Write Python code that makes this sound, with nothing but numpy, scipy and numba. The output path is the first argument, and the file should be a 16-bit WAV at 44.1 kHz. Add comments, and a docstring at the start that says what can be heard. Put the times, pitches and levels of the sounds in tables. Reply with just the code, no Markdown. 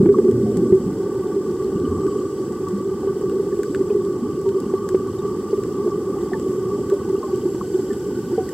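"""On a shallow reef, air escapes from four diving helmets, heard through a watertight camera housing.
Each bubble rings as a damped oscillator: swarms gurgle, surge twice and drive the modes of the housing,
which booms, while slugs of air glug and single bubbles plink close by. Dull knocks strike the housing.
Shrimp snap over a fine fizz, and a faint high whine comes and goes, sinking slowly for most of the time."""
import sys
import numpy as np
from scipy import signal
from scipy.fft import rfft, irfft
from scipy.io import wavfile
from scipy.ndimage import uniform_filter1d, minimum_filter1d
from numba import njit

SR = 44100
rng = np.random.default_rng(int(sys.argv[2]) if len(sys.argv) > 2 else 0)


def inscribe(sig):
    """Save sig as 16-bit PCM at rate SR to the path in sys.argv[1].

    A 1-D sig is mono; a 2-D sig holds one channel per row.
    Samples are clipped to [-1, 1] before scaling.
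    """
    pcm = np.round(np.clip(np.atleast_2d(sig).T, -1, 1) * 32767)
    wavfile.write(sys.argv[1], SR, pcm.astype(np.int16))


N = 376173
TIME = np.arange(N) / SR

# wall mode of the housing: (frequency [Hz], bandwidth [Hz], gain [dB])
WALL_MODE = [(1149.5, 52.6, -1), (1134, 43, -17)]
# weaker modes of its shell: (frequency [Hz], bandwidth [Hz], gain [dB])
SHELL_MODES = [(752, 120, -4), (869, 200, -1), (1469, 91, -5), (1813, 36, -13), (1964, 48, -9.5),
               (3086, 110, -18.5)]


def undb(db):
    """Decibels to amplitude ratio."""
    return 10 ** (np.asarray(db) / 20)


def unit(x):
    """Normalisation to an rms of 1."""
    return x / np.sqrt(np.mean(x ** 2))


def curve(table):
    """Linear interpolation of (time [s], value) rows at every sample."""
    return np.interp(TIME, *np.transpose(table))


def add(out, onset, sound):
    """Superposition of a sound from its onset [s]."""
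    start = max(int(onset * SR), 0)
    out[start:start + len(sound)] += sound[:N - start]


def walk(rate):
    """Random modulation of rms 1: values held for 1 / rate seconds, smoothed twice."""
    hold = int(SR / rate)
    steps = np.repeat(rng.standard_normal(N // hold + 1), hold)
    return unit(uniform_filter1d(uniform_filter1d(steps, hold), hold)[:N])


def colour(x, points, size=8192):
    """Minimum-phase filter through (frequency [Hz], gain [dB]) points, falling steeply beyond the ends."""
    hz, db = np.transpose(points)
    octave, knots = np.log2(np.fft.rfftfreq(size, 1 / SR) + 1), np.log2(hz)
    beyond = np.abs(octave - np.clip(octave, knots[0], knots[-1]))
    gain = undb(np.interp(octave, knots, db) - np.minimum(30 * beyond, 70))
    cepstrum = irfft(np.log(gain))
    cepstrum[1:size // 2] *= 2
    cepstrum[size // 2 + 1:] = 0
    return signal.fftconvolve(x, irfft(np.exp(rfft(cepstrum))))[:N]


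def band(x, hz, width):
    """Second-order resonance with a gain of 1 at its centre."""
    return signal.lfilter(*signal.iirpeak(hz, hz / width, fs=SR), x)


def ring(x, modes, skirt):
    """Modal sum; a second resonance, skirt times as wide, deepens the valleys between the modes."""
    return sum(undb(db) * band(band(x, hz, width), hz, min(width * skirt, hz * 2))
               for hz, width, db in modes)


@njit
def bubbles(starts, hz, cycles, size, glide, rise):
    """Damped oscillators: each swells over rise cycles and decays 60 dB as its pitch glides up."""
    out = np.zeros(N)
    for k in range(len(starts)):
        length = int(cycles[k] * SR / hz[k])
        step = 2 * np.pi * hz[k] / SR
        phasor = size[k] + 0j
        turn = np.exp(1j * step - np.log(1000) / length)
        bend = np.exp(1j * step * glide / length)
        for i in range(starts[k], min(starts[k] + length, N)):
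            out[i] += phasor.imag * min((i - starts[k]) * hz[k] / (rise * SR), 1.)
            phasor *= turn
            turn *= bend
    return out


def swarm(count, low_hz, high_hz, cycles, spread_db, glide, rise):
    """Incoherent sum, at rms 1, of bubbles random in onset, pitch, damping and strength."""
    when, pitch, persistence, strength = rng.random((count, 4)).T
    hz = low_hz * (high_hz / low_hz) ** pitch
    size = np.sqrt(hz) * undb(-spread_db * np.log(1 - .98 * strength))
    starts = (when * N).astype(np.int64)
    return unit(bubbles(starts, hz, cycles * (.5 + persistence), size, float(glide), float(rise)))


def pulsations(table, bend=0, settle_s=1):
    """Damped sinusoids that swell and decay; each starts off pitch by the fraction bend and settles."""
    out, t = np.zeros(N), TIME[:SR // 2]
    for onset, db, hz, swell, t60 in table:
        envelope = (1 - np.exp(-(t / swell) ** 2)) * np.exp(-np.log(1000) * t / t60)
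        turns = hz * (t + bend * settle_s * (1 - np.exp(-t / settle_s)))
        add(out, onset, undb(db) * envelope / envelope.max() * np.sin(2 * np.pi * turns))
    return out


def gurgle():
    """Bubble resonance: big bubbles ring at low pitch, and surges of air lift their level."""
    # spectral shape: (frequency [Hz], gain [dB])
    spectrum = [(25, -39.5), (45, -22), (68, -12.5), (83, -7), (98, -4), (120, -2), (150, -1), (215, 5),
                (265, 4), (310, 5.5)]
    # surges of air: (start [s], time until release [s], lift [dB])
    surges = [(-.05, 0.16, 10), (0.17, .75, 5.5), (1.74, 0.29, 5)]
    attack_s, release_s = .025, .08
    lift_db = np.zeros(N)
    for start, hold, db in surges:
        rising = (TIME - start) / attack_s
        falling = 1 - (TIME - start - hold) / release_s
        lift_db += db * np.clip(np.minimum(rising, falling), 0, 1)
    big = swarm(count=4500, low_hz=35.3, high_hz=332.1, cycles=28.3, spread_db=1, glide=.14, rise=.32)
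    return unit(colour(big, spectrum)) * undb(-30.5 + lift_db - .53 * walk(12))


def housing_resonance():
    """Forced vibration: middle-sized and small bubbles drive the modes of the housing."""
    # deep mode: (frequency [Hz], bandwidth [Hz], gain [dB])
    deep_mode = [(381.2, 56.8, 23), (418, 380, -11)]
    # envelopes of the deep, wall and upper wall modes: (time [s], level [dB])
    boom_level = [(0, -15.5), (.3, -18), (.65, -20), (.9, -23.5), (2.2, -22.5), (2.7, -26.5), (3.2, -23),
                  (4.6, -23.5), (5.1, -25), (6.05, -22), (8.53, -26.5)]
    wall_level = [(0, -43.5), (.6, -43.5), (1.55, -43), (2, -35.5), (2.45, -45.5), (2.9, -40.5),
                  (4.2, -41.5), (5.55, -38), (6.5, -41), (7.3, -43.5), (7.85, -50), (8.53, -49)]
    upper_level = [(0, -59.5), (5.5, -60), (6.4, -62), (8.3, -51.5)]
    middle = swarm(count=7000, low_hz=252, high_hz=605.5, cycles=8.06, spread_db=1.5, glide=.14, rise=.99)
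    small = swarm(count=12000, low_hz=673, high_hz=3630, cycles=21.4, spread_db=-.5, glide=.07, rise=1.47)
    # the far plumes are so dense that they keep the walls ringing steadily
    plumes = swarm(count=16000, low_hz=850.5, high_hz=1738, cycles=47,
                   spread_db=-.1, glide=.035, rise=1.94)
    boom = unit(ring(middle, deep_mode, skirt=2.15)) * undb(curve(boom_level) + .5 * walk(8))
    wall = unit(ring(plumes, WALL_MODE, skirt=3.2)) * undb(curve(wall_level) + 1.3 * walk(8))
    upper_wall = unit(ring(plumes, [(1491, 69, 0)], skirt=1.8)) * undb(curve(upper_level))
    shell = unit(ring(small, SHELL_MODES, skirt=2)) * undb(-46 + 1.5 * walk(10))
    return boom + wall + upper_wall + shell


def antiresonance(sound):
    """Destructive interference: the modes of the housing cancel at a few frequencies."""
    # notches: (frequency [Hz], bandwidth [Hz], depth [0-1])
    nulls = [(670, 99, 0.8), (974, 84, 0.8), (1310, 71, 0.54)]
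    for hz, width, depth in nulls:
        sound = sound - depth * band(sound, hz, width)
    return sound


def knocks():
    """Impact excitation: a longer contact rings the deep mode longer and rattles the higher ones less."""
    # blows on the housing: (time [s], peak level [dB], frequency [Hz], contact time [s])
    blows = [(.056, -3.5, 343, 0.0042), (.086, 1, 400.6, 0.011), (.181, -2.5, 383, 0.0067),
             (.238, -9, 373.5, 0.027), (0.279, -9.5, 379, .012), (.721, 0.5, 376, 0.0082),
             (.742, -9.5, 378, 0.019), (1.355, -14, 395, .012), (2.911, -15, 388, 0.009),
             (3.07, -11, 390, 0.0082), (3.207, -14.5, 394, 0.0055), (3.392, -10.5, 389, 0.0098),
             (3.588, -11.5, 392, 0.0051), (3.806, -9.5, 362, 0.0074), (3.902, -8.5, 401, 0.0058),
             (3.946, -9.5, 400, 0.0097), (4.455, -9, 392.4, 0.021), (4.735, -8.5, 385, 0.0039),
             (4.944, -3.5, 381, 0.0023), (5.247, -14.5, 392, 0.0038), (5.527, -8.5, 412, 0.004),
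             (5.574, -17.5, 394, 0.005), (5.873, -10, 375.4, 0.0063), (6.741, -16, 397, .005),
             (6.918, -6.5, 399, 0.008), (7.137, -17, 391, 0.014), (7.326, -13, 371, 0.0095),
             (7.452, -11, 359, 0.0043), (7.545, -14, 335, 0.0023), (7.736, -9.5, 368.4, 0.013),
             (8.325, -13, 366, .006), (8.376, -11, 447, 0.0055)]
    base_t60_s, ring_per_contact = .062, 2.45
    firm_contact_s, db_per_doubling = .004, -4.5
    swings, jolts = [], []
    for onset, db, hz, contact in blows:
        swings.append((onset, db, hz, contact, base_t60_s + ring_per_contact * contact))
        jolt_db = db - 1 + db_per_doubling * np.log2(contact / firm_contact_s)
        jolts.append((onset, jolt_db, hz, .002, .03))
    thump = pulsations(swings, bend=.033, settle_s=.0028)
    bursts = np.abs(pulsations(jolts)) * rng.standard_normal(N)
    rattle = ring(bursts, SHELL_MODES + WALL_MODE, skirt=5.5)
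    return thump + colour(rattle, [(400, 2.5), (700, -3), (1500, -6.5), (3500, -6.5)])


def glugs():
    """Free oscillation of big slugs of air, which swell slowly and rise in pitch."""
    # slugs: (time [s], peak level [dB], frequency [Hz], 60 dB decay time [s])
    slugs = [(0, -5.5, 197, 0.04), (0.025, -8, 190, 0.097), (.185, -18.5, 232.1, 0.69),
             (.31, -20, 120, 0.37), (.415, -14.5, 213.5, 0.28), (.425, -25.5, 119.5, .4),
             (.565, -17, 180, 0.13), (0.721, -6, 195, 0.053), (0.849, -20.5, 193.3, 0.34),
             (1.754, -14, 190, 0.072), (1.87, -24, 87.4, 0.31), (1.9, -24, 232, 0.1),
             (2.726, -16, 199, 0.2), (4.219, -14, 244, 0.1)]
    swell_share = .066
    tones = [(onset, db, hz, swell_share * t60, t60) for onset, db, hz, t60 in slugs]
    return pulsations(tones, bend=-.12, settle_s=.0068)


def plinks():
    """Free oscillation of small close bubbles, which splutter briefly as they tear loose."""
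    # bubbles: (time [s], peak level [dB], frequency [Hz], 60 dB decay time [s])
    close = [(0.142, -19, 1103, 0.058), (.457, -34, 705, .19), (.571, -37, 803, 0.23),
             (1.852, -39, 2900, .024), (2.032, -30, 1122, 0.073), (2.669, -28, 1117, 0.11),
             (3.028, -34, 750, 0.1), (3.524, -41.5, 1680, .039), (3.899, -44, 2450, 0.027),
             (4.456, -36, 920, 0.27), (5.189, -42, 3580, .025), (5.869, -35, 610, .046),
             (6.16, -33.5, 780, 0.13), (6.315, -29, 705, 0.04), (6.333, -26.5, 1750, .042),
             (6.339, -29, 877, 0.12), (6.79, -32, 556, 0.079), (6.927, -27.5, 568, .14),
             (7.01, -28, 1100, 0.024), (7.084, -36, 854, .05), (7.153, -30, 1144, .07),
             (7.228, -23.5, 1054, 0.11), (7.231, -34, 594, 0.16), (7.278, -35.5, 785, 0.092),
             (7.546, -34, 914, 0.031), (7.61, -21, 1084, 0.03), (7.904, -39, 1740, .11),
             (8.377, -24, 747, 0.18), (8.487, -35.5, 1800, .03)]
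    swell_cycles, splutter_swell_s, splutter_t60_s = 2.6, .006, .068
    tones = [(onset, db, hz, swell_cycles / hz, t60) for onset, db, hz, t60 in close]
    tearing = [(onset, db - 17.5, hz, splutter_swell_s, splutter_t60_s) for onset, db, hz, _ in close]
    return pulsations(tones, bend=.05, settle_s=.0095) + pulsations(tearing) * walk(450)


def shrimp():
    """Impulse and response: each snap cracks, scatters off the reef and draws a thud from the housing."""
    # snaps, before filtering: (time [s], crack level [dB], thud level [dB])
    snaps = [(.3122, -25.5, -36), (0.5707, -18, -27.5), (2.0667, -27, -26.5), (2.6857, -27, -40),
             (3.2964, -27, -29), (3.6325, -23, -18), (3.7475, -24, -13), (4.4902, -29, -25),
             (4.6023, -24, -36), (4.8895, -17, -23), (5.6362, -29, -22), (6.334, -32, -24),
             (6.3973, -26, -28), (6.8992, -24.5, -21), (7.359, -29, -35), (7.9319, -26, -30),
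             (8.4912, -23.5, -37)]
    # transmission of the crack through the housing: (frequency [Hz], gain [dB])
    crack_spectrum = [(2000, -4.5), (5500, 1), (8000, 6), (11000, -1), (15800, -1.5)]
    thud_spectrum = [(900, -20), (1500, 11), (2300, -9), (3300, -7), (4300, -18), (5500, -30)]
    crack_s, scatter_s = .0006, .0087
    crack, thud, t = np.zeros(N), np.zeros(N), TIME[:SR // 30]
    envelope = np.exp(-t / crack_s) + .15 * np.exp(-t / scatter_s)
    for onset, crack_db, thud_db in snaps:
        burst = rng.standard_normal(len(t)) * envelope
        add(crack, onset, burst * undb(crack_db))
        add(thud, onset, burst * undb(thud_db))
    return colour(crack, crack_spectrum), colour(thud, thud_spectrum)


def fizz(crack):
    """Transmission: hiss, tiny bubbles, far shrimp and near cracks reach each microphone differently."""
    # paths through the housing, in phase and in antiphase: (frequency [Hz], gain [dB])
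    mid_path = [(1800, -6), (2500, -15), (3300, -8), (4000, -14.5), (4700, -9), (6400, -13), (7200, -9),
                (7650, -2), (8500, -8.5), (9200, -17.5), (10000, -12.5), (10800, -14.5), (13000, -15),
                (15800, -17.5)]
    side_path = [(1900, -50), (2200, -8), (2900, -12), (3300, -13), (4000, -22), (4500, -6.5), (5200, -3.5),
                 (6400, -8), (7600, -8.5), (8500, -5), (9200, -16), (10400, -13.5), (12000, -15.5),
                 (15800, -13)]
    # high modes that the fizz rings: (frequency [Hz], bandwidth [Hz], gain [dB])
    high_modes = [(2890, 130, 0), (3100, 170, 4), (4250, 160, -1), (4730, 100, 2), (5370, 260, -3.5),
                  (5840, 320, -1)]
    # envelopes of the fizz and of those modes: (time [s], level [dB])
    fizz_level = [(0, -1.5), (.6, -0.5), (4, 0), (7, -0.3), (7.8, 1), (8.5, 1)]
    hollow_level = [(0, -77.5), (1.4, -65), (2.3, -60), (4, -63.5), (6.1, -65.5), (8.53, -59.5)]
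    tiny = swarm(count=6000, low_hz=2400, high_hz=9000, cycles=35, spread_db=3.6, glide=.06, rise=3)
    far_shrimp = swarm(count=160, low_hz=4000, high_hz=12000, cycles=3, spread_db=3, glide=0, rise=.1)
    swell = undb(curve(fizz_level) + .5 * walk(1.93) + .5 * walk(25))
    hiss = undb(-41) * rng.standard_normal(N)
    mid = swell * (hiss + undb(-51) * tiny) + undb(-57) * far_shrimp + crack
    side = undb(-41.5) * swell * rng.standard_normal(N) + undb(-4) * crack
    hollow_gain = undb(curve(hollow_level) + 2 * walk(3.15))
    drive = undb(-5) * tiny + rng.standard_normal(N)
    hollow = hollow_gain * unit(ring(drive, high_modes, skirt=1.2))
    return colour(mid, mid_path) + hollow + np.array([[1], [-1]]) * colour(side, side_path)


def whine():
    """Harmonic series: partials 5 to 12 of a wavering tone that sinks slowly, then partly recovers."""
    # absent fundamental: (time [s], frequency [Hz])
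    pitch = [(0, 983), (2.2, 972), (3.8, 963), (5.6, 934), (8.53, 954)]
    # partials 5 to 11: (harmonic number, relative level [dB])
    harmonics = [(5, -10), (6, -15), (7, -9), (8, 0.5), (9, -15), (10, -12.5), (11, -20.5)]
    # envelopes of those partials and of the twelfth, which emerges late: (time [s], level [dB])
    level = [(0, -67), (.9, -59), (1.5, -66), (2.1, -51), (3.1, -64), (3.75, -53), (4.3, -64), (6, -59),
             (7.2, -59.5), (7.8, -51), (8.3, -66)]
    twelfth_level = [(0, -75), (4, -70), (6.3, -62), (7.2, -67), (7.45, -58), (8.53, -59)]
    waver_hz, drift_hz, flutter_db = 1.8, 1.1, 1.5
    hz = curve(pitch) + waver_hz * walk(90) + drift_hz * walk(3.3)
    phase = 2 * np.pi * np.cumsum(hz) / SR
    partials = sum(undb(db + flutter_db * walk(16)) * np.sin(k * phase) for k, db in harmonics)
    twelfth = undb(curve(twelfth_level) + flutter_db * walk(17)) * np.sin(12 * phase)
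    return undb(curve(level)) * partials + twelfth


def housing_flex():
    """Uneven flexure of the housing: a faint low noise in antiphase at the two microphones."""
    # spectral shape: (frequency [Hz], gain [dB])
    spectrum = [(60, -0.5), (160, 1), (215, 7.5), (290, -1), (390, 4), (600, -6.5), (1200, -9),
                (1800, -25.5)]
    flex = undb(-53.5) * unit(colour(rng.standard_normal(N), spectrum))
    return np.array([-flex, flex])


def lean(pair):
    """Modal coupling: the housing favours one microphone or the other, depending on frequency."""
    # balance: (frequency [Hz], left minus right level [dB])
    balance = [(180, 0), (240, -1), (680, -0.46), (800, 1.7), (900, -0.8), (1150, 0), (1250, 5), (1400, 0),
               (2080, 0), (2280, -5), (2750, 3.5), (3100, -3), (3500, 1), (4350, 2), (4700, -4.5),
               (5200, 2.3), (5900, 2.5), (6700, -3), (7300, 0), (8400, -3), (9400, 0), (15000, 0.5)]
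    tip_db = np.interp(np.fft.rfftfreq(N, 1 / SR), *np.transpose(balance))
    return irfft(rfft(pair) * undb(np.array([tip_db, -tip_db]) / 2), N)


def scene():
    """Superposition: bubbles and knocks reach both microphones nearly alike; fizz and whine are wide."""
    crack, thud = shrimp()
    streams = antiresonance(gurgle() + housing_resonance())
    centre = streams + knocks() + glugs() + plinks() + thud
    return lean(centre + housing_flex() + fizz(crack) + np.array([whine(), whine()]))


def record(dry):
    """Peak limiting: the camera eases its gain down around the highest peaks, then cuts the top."""
    ceiling, cutoff_hz = .86, 15800
    allowed = ceiling / np.maximum(np.abs(dry).max(axis=0), ceiling)
    gain = uniform_filter1d(minimum_filter1d(allowed, size=601), size=601)
    return signal.sosfilt(signal.ellip(10, .2, 80, cutoff_hz, fs=SR, output="sos"), dry * gain)


dry = scene()
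out = record(dry)
inscribe(out)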